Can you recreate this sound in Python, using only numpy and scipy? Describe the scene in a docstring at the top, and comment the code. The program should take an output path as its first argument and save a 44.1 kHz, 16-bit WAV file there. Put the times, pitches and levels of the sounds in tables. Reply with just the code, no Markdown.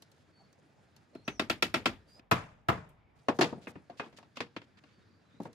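"""A wooden mallet taps a glued frame home on a bench in an open shed: each blow rings damped modes and a noise wash.
Hands then lay the frame in its jig, with knocks, bright ticks, grainy scrapes and rustle made of shaped noise.
Time runs at double pace (an octave higher, half as long) except around the last two blows, where a low sway
of band-passed noise joins in. Gliding, arching sines whistle as birds over a soft outdoor hush of coloured noise.
"""
import sys
import numpy as np
from scipy import signal
from scipy.io import wavfile
from scipy.ndimage import uniform_filter1d

SR = 44100
rng = np.random.default_rng(int(sys.argv[2]) if len(sys.argv) > 2 else 0)


def master(y):
    """Save y as 16-bit WAV."""
    cut = np.clip(np.atleast_2d(y).T, -1, 1)
    pcm = np.round(cut * 32767)  # scale
    wavfile.write(sys.argv[1], SR, pcm.astype(np.int16))


N = 244314

# Stretch at natural pace: from in seconds, to in seconds.
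NATURAL_PACE = (2.2, 3.19)
# Mallet blows. Each row: start in seconds, level in dB, snap in dB, crack in dB, ring length as a factor.
BLOWS = [(1.15, -40.5, -12.5, -8, 1.52), (1.278, -23, -0.5, -6, 1.04), (1.395, -15.5, -2.5, -5, 1.17),
         (1.498, -16.5, 2.5, .5, 1.04), (1.624, -14.5, 2, 3.5, 1.106), (1.741, -13, -1.5, -4.5, 1.22),
         (1.857, -12, -1.5, -5, 1.14), (2.312, -14.5, 2.5, 4.5, 1.126), (2.685, -13.5, -1.5, -4, 1.16)]
# Wood knocking on wood in the hands; the first row is a short click as the pace changes. Each row: start in
# seconds, level in dB, thud in dB, snap in dB, crack in dB, ring length as a factor.
KNOCKS = [(2.194, -39, 7, 4.5, 5, 0.31), (3.284, -5.5, -4.5, -9, -11, 0.98),
          (3.388, -12, 0, -12.5, -0.5, 1.3), (3.41, -12, -2.5, 2, 11, 1.48),
          (3.415, -19.5, -0.5, 8.5, 7, 0.88), (3.439, -25, 6, 1, 0, 0.48),
          (3.526, -26, 4.5, -28, -17, 0.99), (3.573, -56, 13, -37, -22, 4.8),
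          (3.67, -29.5, 2, 6.5, -24.5, 1.12), (3.755, -40, 12.5, 3.5, -44, 1.2),
          (3.897, -39.5, -0.5, -5.5, -1, 2), (3.996, -23, -2.5, 3.5, -12, 1.48),
          (4.059, -44, 2.5, -5, -8, 0.59), (4.126, -53, 13.5, 2, 13, 1.2),
          (4.185, -37.5, -3.5, -4, 8, 1.02), (4.227, -45.5, -6, 1, 2, 1), (4.37, -34, 1.5, 9.5, 13, 1),
          (4.404, -22.5, 4, 12, 3.5, 0.83), (4.563, -30.5, 6.5, 12, -6, 0.8),
          (4.616, -45.5, 3, 12, -0.5, 0.69), (4.837, -51.5, 5, 8.5, 9, 1.3),
          (5.341, -60.5, 25, -6.5, 4, 1.1), (5.401, -29.5, 8.5, -21, -1, 1.05),
          (5.453, -30, 1, -6.5, -24, 1.07)]
# Faint bright ticks of nails and splinters. Each row: start in seconds, level in dB.
TICKS = [(0.022, -50), (0.116, -59.5), (0.528, -64), (0.964, -56), (2.889, -71), (5.433, -55.5),
         (5.53, -60)]
# Colour shared by the ticks: thud in dB, snap in dB, crack in dB.
TICK_COLOUR_DB = (-3, 8.5, 32)
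# Modes of the frame standing in the jig. Each row: frequency in Hz, width in Hz, level in dB.
UPRIGHT_MODES = [(149, 170, -15), (252.9, 44, 1), (343.3, 34, -4), (493, 37, -13.5), (649.6, 100, 3),
                 (891, 39, -8.5), (1060, 39, -7.5), (1234, 14, -15.5), (1358, 40, 0), (1576, 32, -16),
                 (1655, 82, -11.5), (1974, 55, -5), (2240, 35, -14.5), (2384, 60, -6.5), (2596, 39, 0.5),
                 (2826, 51, -8), (3130, 60, -16), (3340, 40, -9.5), (3678, 65, -6.5), (4136, 34, -12),
                 (5060, 150, -9), (5570, 57, -14), (6400, 100, -24.5), (8000, 85, -17)]
# Modes of the frame loose on the bench. Each row: frequency in Hz, width in Hz, level in dB.
LOOSE_MODES = [(131.4, 130, 1), (177, 16, -10.5), (233, 17, -1.5), (280, 30, 4.5), (360, 33, -0.5),
               (476.2, 9.6, -6), (540, 88, 1.5), (702, 64, 0), (822, 140, -6.5), (921, 25, -3.5),
               (1105, 38, -0.5), (1229, 37, -11.5), (1420, 110, -8), (1633, 52, -6.5), (1810, 58, -5),
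               (2110, 44, -6.5), (2524, 27, -8.5), (2753, 70, -8), (3370, 42, -16.5), (3380, 22, -17.5),
               (4150, 70, -16), (4376, 65, -13.5), (5780, 90, -33.5), (6110, 100, -17)]
# Dense ring of bench and walls, frame upright. Each row: frequency in Hz, level in dB per Hz.
UPRIGHT_WASH = [(24, -53.5), (40, -19), (180, -7.5), (237, 1), (503, -10.5), (663, -6), (810, -13.5),
                (2570, -7.5), (2980, -12), (3470, -11.5), (16000, -41.5), (30000, -39)]
# Dense ring, frame loose. Each row: frequency in Hz, level in dB per Hz.
LOOSE_WASH = [(24, -47), (40, -42), (171, 0.5), (363, -1.5), (570, -4.5), (810, -3.5), (1520, -11),
              (4130, -18), (7170, -34.5), (14800, -65), (16000, -33.5)]
# Decay of the wash at ring length 1. Each row: frequency in Hz, time to fall 60 dB in seconds.
WASH_T60 = [(60, 0.49), (160, 0.15), (420, 0.13), (1100, .12), (2900, 0.11), (7700, 0.1), (14000, 0.13),
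            (30000, .04)]
# Likeness of left and right in a hit. Each row: frequency in Hz, likeness from 0 to 1.
HIT_LIKENESS = [(30, 0.95), (125, 0.52), (250, 0.99), (500, 0.93), (1000, 0.42), (2000, 0.15), (8000, 0.11)]
# Outdoor hush at double pace. Each row: frequency in Hz, level in dB per Hz.
HUSH_COLOUR = [(18, -43), (30, -20), (98, 0), (245, -5), (822, -19), (1100, -18), (1350, -14.5),
               (2010, -20), (2900, -25.5), (4420, -27.5), (6900, -37), (16000, -57)]
# Likeness of left and right in hush and rustle. Each row: frequency in Hz, likeness from 0 to 1.
HUSH_LIKENESS = [(40, 0.65), (250, 0.69), (1000, 0.19), (4000, 0.69), (12000, 0.11)]
# Faint stir of hands and clothes. Each row: time in seconds, level in dB.
RUSTLE = [(0, -76), (.3, -77), (.9, -76.5), (1.3, -80), (1.9, -67.5), (2.05, -82), (2.19, -69.5),
          (2.21, -105), (3.19, -105), (3.21, -77.5), (3.6, -73), (3.8, -78), (4.1, -77.5), (4.3, -81),
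          (4.6, -83), (4.68, -100), (4.85, -82), (5.1, -99), (5.35, -86), (5.54, -79)]
# Spectrum of the rustle. Each row: frequency in Hz, level in dB per Hz.
RUSTLE_COLOUR = [(290, -18.5), (500, 10), (729, 6.5), (795, 12), (1250, -38.5), (4150, -15.5),
                 (8330, -11.5), (16000, -52.5)]
# Short scrapes of wood on wood. Each row: start in seconds, length in seconds, level in dB, centre in Hz.
SCRAPES = [(0.134, 0.1, -82, 4700), (2.074, 0.11, -76.5, 7040), (3.153, 0.052, -79.5, 5130),
           (3.34, 0.044, -64.5, 5470), (3.614, 0.054, -63, 3685), (3.672, 0.048, -62, 7000),
           (3.971, 0.037, -58.5, 3680), (4.026, 0.065, -70, 3500), (4.164, 0.028, -58, 3780),
           (4.357, 0.025, -51, 3000), (4.624, 0.03, -70.5, 2980), (4.771, 0.027, -59.5, 2200),
           (4.865, 0.088, -75.5, 2550), (5.022, 0.014, -77.5, 3460), (5.412, 0.071, -67, 4870)]
# Bird whistles. Each row: start in seconds, length in seconds, start pitch in Hz, glide in Hz, arch in Hz,
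# level in dB, loudest point as a share from 0 to 1, blur from 0 to 1.
BIRDS = [(0.32, 0.184, 4474, -41, 3, -70, 0.36, 0.12), (1.133, 0.12, 4180, 117, -44, -68.5, 0.1, 0.23),
         (1.241, 0.16, 5750, -650, 640, -59.5, 0.3, 0.4), (2.076, 0.107, 4600, 400, 58.5, -60.5, .75, 0.14),
         (2.95, 0.2, 2250, -30, -4, -77, 0.3, 0.42), (4.885, .12, 4160, 97, 371.5, -76, 0.6, 0),
         (4.998, 0.047, 3780, -81.5, 2, -76, .3, .1), (5.09, 0.039, 4830, -350, -82, -73, 0.7, 0.5),
         (5.127, 0.083, 4480, 234, 54, -78, .3, 0.2), (5.24, 0.049, 3980, 19.5, 5.5, -78, 0.53, 0),
         (5.295, 0.12, 3530, 672, -58, -74, 0.4, 0.3)]

# Half-octave noise bands: edges and centres
EDGES_HZ = 20 * 2 ** np.arange(0, 9.8, 1 / 2)
BANDS_HZ = np.sqrt(EDGES_HZ[1:] * EDGES_HZ[:-1])

HUSH_DB = -66
TICK_RING = 0.61   # ring length factor
TICK_S, TICK_HZ = 0.0011, 4000   # first touch of the faces: decay time in s, heard above Hz
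LUMPS_DB = 2   # single echoes stand out of the wash
SHED_DB, SHED_STRETCH = -20, 2.55   # late echo of the shed: dB against the wash, factor on its decay time
FULL_BLOW_DB, THUD_PER_DB = -13, 0.4928   # weak blows thud more: dB, dB of thud per dB below it
SCRAPE_OCTAVES = 1.14   # spread around the centre
BIRD_ENDS_DB, BIRD_FADE_S = -9, 0.012   # level at the ends of a note; fade in and out
BIRD_ECHO_S, BIRD_ECHO_DB = 0.024, -3.5   # a wall sends each note back
BOOM_DB, BOOM_RISE_S, BOOM_T60_S = -22, 0.01234, 0.31   # deep sway of the bench, dB against its blow
WIND_DB = -76.5
TREBLE_LEAN, TREBLE_LEAN_HZ = 0.19, 5000   # the right channel gets more treble: share, above Hz
LOW_CUT_HZ, CUTOFF_HZ = 69, 16900


def amp(db):
    """Decibel law: the amplitude gain of a level in dB."""
    return 10 ** (np.asarray(db) / 20)


def rms_one(x):
    """Power normalisation: scale to rms 1."""
    return x / np.sqrt(np.mean(x ** 2) + 1e-20)


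def at_hz(points, hz):
    """Logarithmic frequency scale: read a (Hz, value) table on a log axis."""
    table = np.array(points)
    return np.interp(np.log(hz), np.log(table[:, 0]), table[:, 1])


def in_time(rows, column):
    """Linear interpolation: one column of a curve at every sample."""
    return np.interp(np.arange(N) / SR, np.array(rows)[:, 0], np.array(rows)[:, column])


def drift(rate):
    """Low-passed noise: a slow random course of spread 1, with its corner at rate in Hz."""
    # worked out at every 40th sample; the first 2000 values let the filter settle
    r = np.exp(-80 * np.pi * rate / SR)
    white = rng.standard_normal(N // 40 + 2002)
    slow = signal.lfilter([1], [1, -2 * r, r * r], white)[2000:]
    return np.interp(np.arange(N) / 40, np.arange(len(slow)), rms_one(slow))


def filtered(x, order, hz, kind):
    """Butterworth response: maximally flat high-pass or band-pass filtering."""
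    return signal.sosfilt(signal.butter(order, hz, kind, fs=SR, output="sos"), x)


def noise_bank():
    """Band analysis: half-octave bands of white noise, two unrelated rows each; neighbours unrelated too."""
    white = rng.standard_normal((2, 2, N))
    edges = zip(EDGES_HZ, EDGES_HZ[1:])
    return [filtered(white[k % 2], 2, [low, high], "band") for k, (low, high) in enumerate(edges)]


def spread(pair, alike):
    """Interchannel coherence: left and right from a mid and a side noise."""
    alike = np.clip(alike, 0, 1)
    mid = np.sqrt(1 + alike) * pair[0]
    side = np.sqrt(1 - alike) * pair[1] * [[1], [-1]]
    return (mid + side) / np.sqrt(2)


def spectrum_power(spectrum):
    """Power summation: the power of white noise once its bands are coloured by a spectrum."""
    return np.sum(amp(2 * at_hz(spectrum, BANDS_HZ)) * np.diff(EDGES_HZ))  / (SR / 2)


def pace(s):
    """Time scaling: 1 at double pace, 1/2 at natural pace."""
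    return np.where((s > NATURAL_PACE[0]) & (s < NATURAL_PACE[1]), 1 / 2, 1.)


def steady(bank, spectrum, likeness, patchy_db, speed):
    """Coloured noise at each pace, flickering band by band; rms near 1 at double pace before the flicker."""
    out, together = 0, drift(8.4)
    for pair, centre in zip(bank, BANDS_HZ):
        # at natural pace the spectrum sits an octave lower
        level_db = np.where(speed < 1, at_hz(spectrum, 2 * centre) + 4.1, at_hz(spectrum, centre))
        flicker_db = patchy_db * (.7 * together + drift(11))
        out = out + amp(level_db + flicker_db) * spread(pair, at_hz(likeness, centre))
    return out / np.sqrt(spectrum_power(spectrum))


def hush(bank):
    """Stationary broadband noise: the soft outdoor background follows the pace."""
    return amp(HUSH_DB) * steady(bank, HUSH_COLOUR, HUSH_LIKENESS, 1.5, pace(np.arange(N) / SR))


def rustle(bank):
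    """Sliding friction: skin and wood slide in clumps of fine grains."""
    grains = rms_one(amp(2.0 * drift(150) + 2.6 * drift(25)))
    noise = steady(bank, RUSTLE_COLOUR, HUSH_LIKENESS, 3.0, np.ones(N))
    return amp(in_time(RUSTLE, column=1)) * grains * noise


def hits(events, modes, wash, bank, modes_db, wash_db, damping, lag_cycles, contact_s,
         grip_s, grip_db, vary_db, tick_db, pan_db):
    """Modal superposition: each hit rings the modes of the wood and a dense wash that dies band by band."""
    out = np.zeros((2, N + SR))
    hz, width, level_db = np.transpose(modes)[:, :, None]
    order = np.arange(len(hz))[:, None]
    # every mode reaches the two channels with its own phase, further apart in the treble
    apart = np.arccos(np.clip(at_hz(HIT_LIKENESS, hz), 0, 1)) * (-1) ** (order // 2)
    phase = np.pi * order   # neighbouring modes start in opposite directions
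    chance = rng.standard_normal((len(events), len(modes), 2))
    wash_power = spectrum_power(wash)
    lumps = [amp(LUMPS_DB * drift(60)) for draw in range(4)]
    ticks = filtered(rng.standard_normal((2, N)), 2, TICK_HZ, "high")
    for (s, peak_db, thud_db, snap_db, crack_db, ring), luck in zip(events, chance):
        speed, at = pace(s), round(s * SR)
        # t counts seconds as they pass at double pace
        t = np.arange(min(round(.3 * SR / speed), N - at)) / SR * speed
        span = slice(at, at + len(t))
        colour = [(200, thud_db), (800, 0.023), (2500, snap_db), (8000, crack_db)]
        # the joint rattles loudly until it seats and grips, then the ring drops
        rattle = amp(grip_db * np.exp(-(t / (grip_s * ring)) ** 4))

        # bending waves: the lows arrive later and swell over the contact
        rise = 1 - np.exp(-(t / (contact_s + lag_cycles / hz)) ** 2)
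        size = amp(level_db + at_hz(colour, hz) + vary_db * luck[:, :1]) * np.sqrt(width)
        fall = size * rise * np.exp(-np.pi * width * damping * t / ring)
        turn = 2 * np.pi * hz * t + phase + 1.0 * luck[:, 1:]
        ringing = [np.sum(fall * np.sin(turn + side * apart / 2), axis=0) for side in (1, -1)]
        sound = amp(modes_db) * rattle * np.array(ringing)
        sound += amp(tick_db + crack_db) * np.exp(-t / speed / TICK_S) * ticks[:, span]

        for k, (pair, centre) in enumerate(zip(bank, BANDS_HZ)):
            own = centre / speed   # the band's frequency at double pace
            drop_db = -60 * t / (ring * at_hz(WASH_T60, own))
            decay = rattle * amp(drop_db) + amp(SHED_DB + drop_db / SHED_STRETCH)
            swell = 1 - np.exp(-t / (contact_s + lag_cycles / own))
            gain = amp(wash_db + at_hz(wash, own) + at_hz(colour, own)) / np.sqrt(wash_power * speed)
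            noise = spread(pair[:, span], at_hz(HIT_LIKENESS, own))
            sound += gain * swell * decay * lumps[k % len(lumps)][span] * noise
        out[:, span] += sound * amp(peak_db + pan_db * np.array([[.5], [-.5]]))
    return out[:, :N]


def hands(bank):
    """Impact excitation of a loose body: knocks and bright ticks ring the frame on the bench."""
    touches = KNOCKS + [(s, db, *TICK_COLOUR_DB, TICK_RING) for s, db in TICKS]
    return hits(touches, LOOSE_MODES, LOOSE_WASH, bank, modes_db=-35.5, wash_db=-14.5, damping=0.84,
                lag_cycles=0.48, contact_s=0.00092, grip_s=0.0084, grip_db=3, vary_db=4.0,
                tick_db=-31.5, pan_db=2.0)


def scrapes(bank):
    """Stick-slip friction: fibres catch and slip as grainy noise around a centre, swelling and fading."""
    out, grains = np.zeros((2, N)), rms_one(amp(2.9 * drift(250)))
    for s, length, level_db, centre_hz in SCRAPES:
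        at, along = round(s * SR), np.linspace(0, 1, max(round(length * SR), 2))
        span = slice(at, at + len(along))
        stroke = np.sqrt(np.sin(np.pi * along)) * grains[span]
        shape = np.exp(-(np.log2(BANDS_HZ / centre_hz) / SCRAPE_OCTAVES) ** 2)
        shape = shape / np.sqrt(BANDS_HZ / SR * np.sum(shape ** 2))
        for pair, gain in zip(bank, shape):
            out[:, span] += amp(level_db) * gain * stroke * spread(pair[:, span], 0.1)
    return out


def birds():
    """Frequency modulation: near sines glide and arch; echoes on the way blur pitch and level in each channel."""
    out, waver = np.zeros((2, N)), drift(400)
    flutter = np.array([drift(70), drift(65)])   # each channel has its own
    for s, length, start_hz, glide_hz, arch_hz, level_db, peak, blur in BIRDS:
        at, along = round(s * SR), np.linspace(0, 1, round(length * SR))
        span, blur = slice(at, at + len(along)), np.clip(blur, 0, 1)
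        course_hz = start_hz + glide_hz * along + arch_hz * np.sin(np.pi * along)
        hz = course_hz * (1 + .06 * blur * waver[span])
        loudest = np.clip(peak, .05, .95)
        swell_db = np.interp(along, [0, loudest, 1], [BIRD_ENDS_DB, 0, BIRD_ENDS_DB])
        fade = np.minimum(np.minimum(along, 1 - along) * length / BIRD_FADE_S, 1)
        level = fade * amp(level_db + swell_db + 10.0 * blur * flutter[:, span])
        out[:, span] += level * np.sin(2 * np.pi * np.cumsum(hz) / SR + 3.0 * blur * flutter[:, span])
    # the echo comes back with the sides swapped
    return out + amp(BIRD_ECHO_DB) * np.roll(out[::-1], round(BIRD_ECHO_S * SR), axis=1)


def mallet(bank):
    """Impact excitation of a held body: blows ring the frame upright in the jig, weak ones with more thud."""
    blows = [(s, db, THUD_PER_DB * (FULL_BLOW_DB - db), *rest) for s, db, *rest in BLOWS]
    return hits(blows, UPRIGHT_MODES, UPRIGHT_WASH, bank, modes_db=-34, wash_db=-13, damping=0.6,
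                lag_cycles=1.0, contact_s=0.00083, grip_s=0.009, grip_db=6.0, vary_db=2.0,
                tick_db=-18.5, pan_db=2.0)


def rumble():
    """Low-frequency sway: wind and the bench after a blow; only natural pace keeps them this low."""
    t = np.arange(N) / SR
    level = amp(WIND_DB + 3.0 * drift(6))
    for s, peak_db, *rest in BLOWS:
        since = np.clip(t - s, 0, None)
        rise = 1 - np.exp(-since / BOOM_RISE_S)
        level = level + amp(peak_db + BOOM_DB - 60 * since / BOOM_T60_S) * rise
    level = uniform_filter1d(level * (pace(t) < 1), size=SR // 50)   # soft edges
    low = filtered(rng.standard_normal((2, N)), 2, [16, 50], "band")
    return level * spread(rms_one(low), 0.66) * amp([[1.9], [-1.9]])


def scene():
    """Linear superposition: blows, knocks and scrapes over hush, rustle, wind and birds."""
    bank = noise_bank()
    # the same noise shifted or reversed in time serves the other layers
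    shifted = [np.roll(pair, N // 2, axis=1) for pair in bank]
    reverse = [pair[:, ::-1] for pair in bank]
    background = hush(shifted) + rustle(reverse)
    return background + hands(bank) + scrapes(shifted) + birds() + mallet(bank) + rumble()


def record(dry):
    """Band limiting: the right channel is brighter, the deepest bass is lost, the top is cut."""
    treble = filtered(dry, 1, TREBLE_LEAN_HZ, "high")
    leaning = dry + TREBLE_LEAN * treble * [[-1], [1]]
    thinned = filtered(leaning, 2, LOW_CUT_HZ, "high")
    return signal.sosfilt(signal.cheby2(12, 70, CUTOFF_HZ, fs=SR, output="sos"), thinned)


dry = scene()
out = record(dry)
master(out)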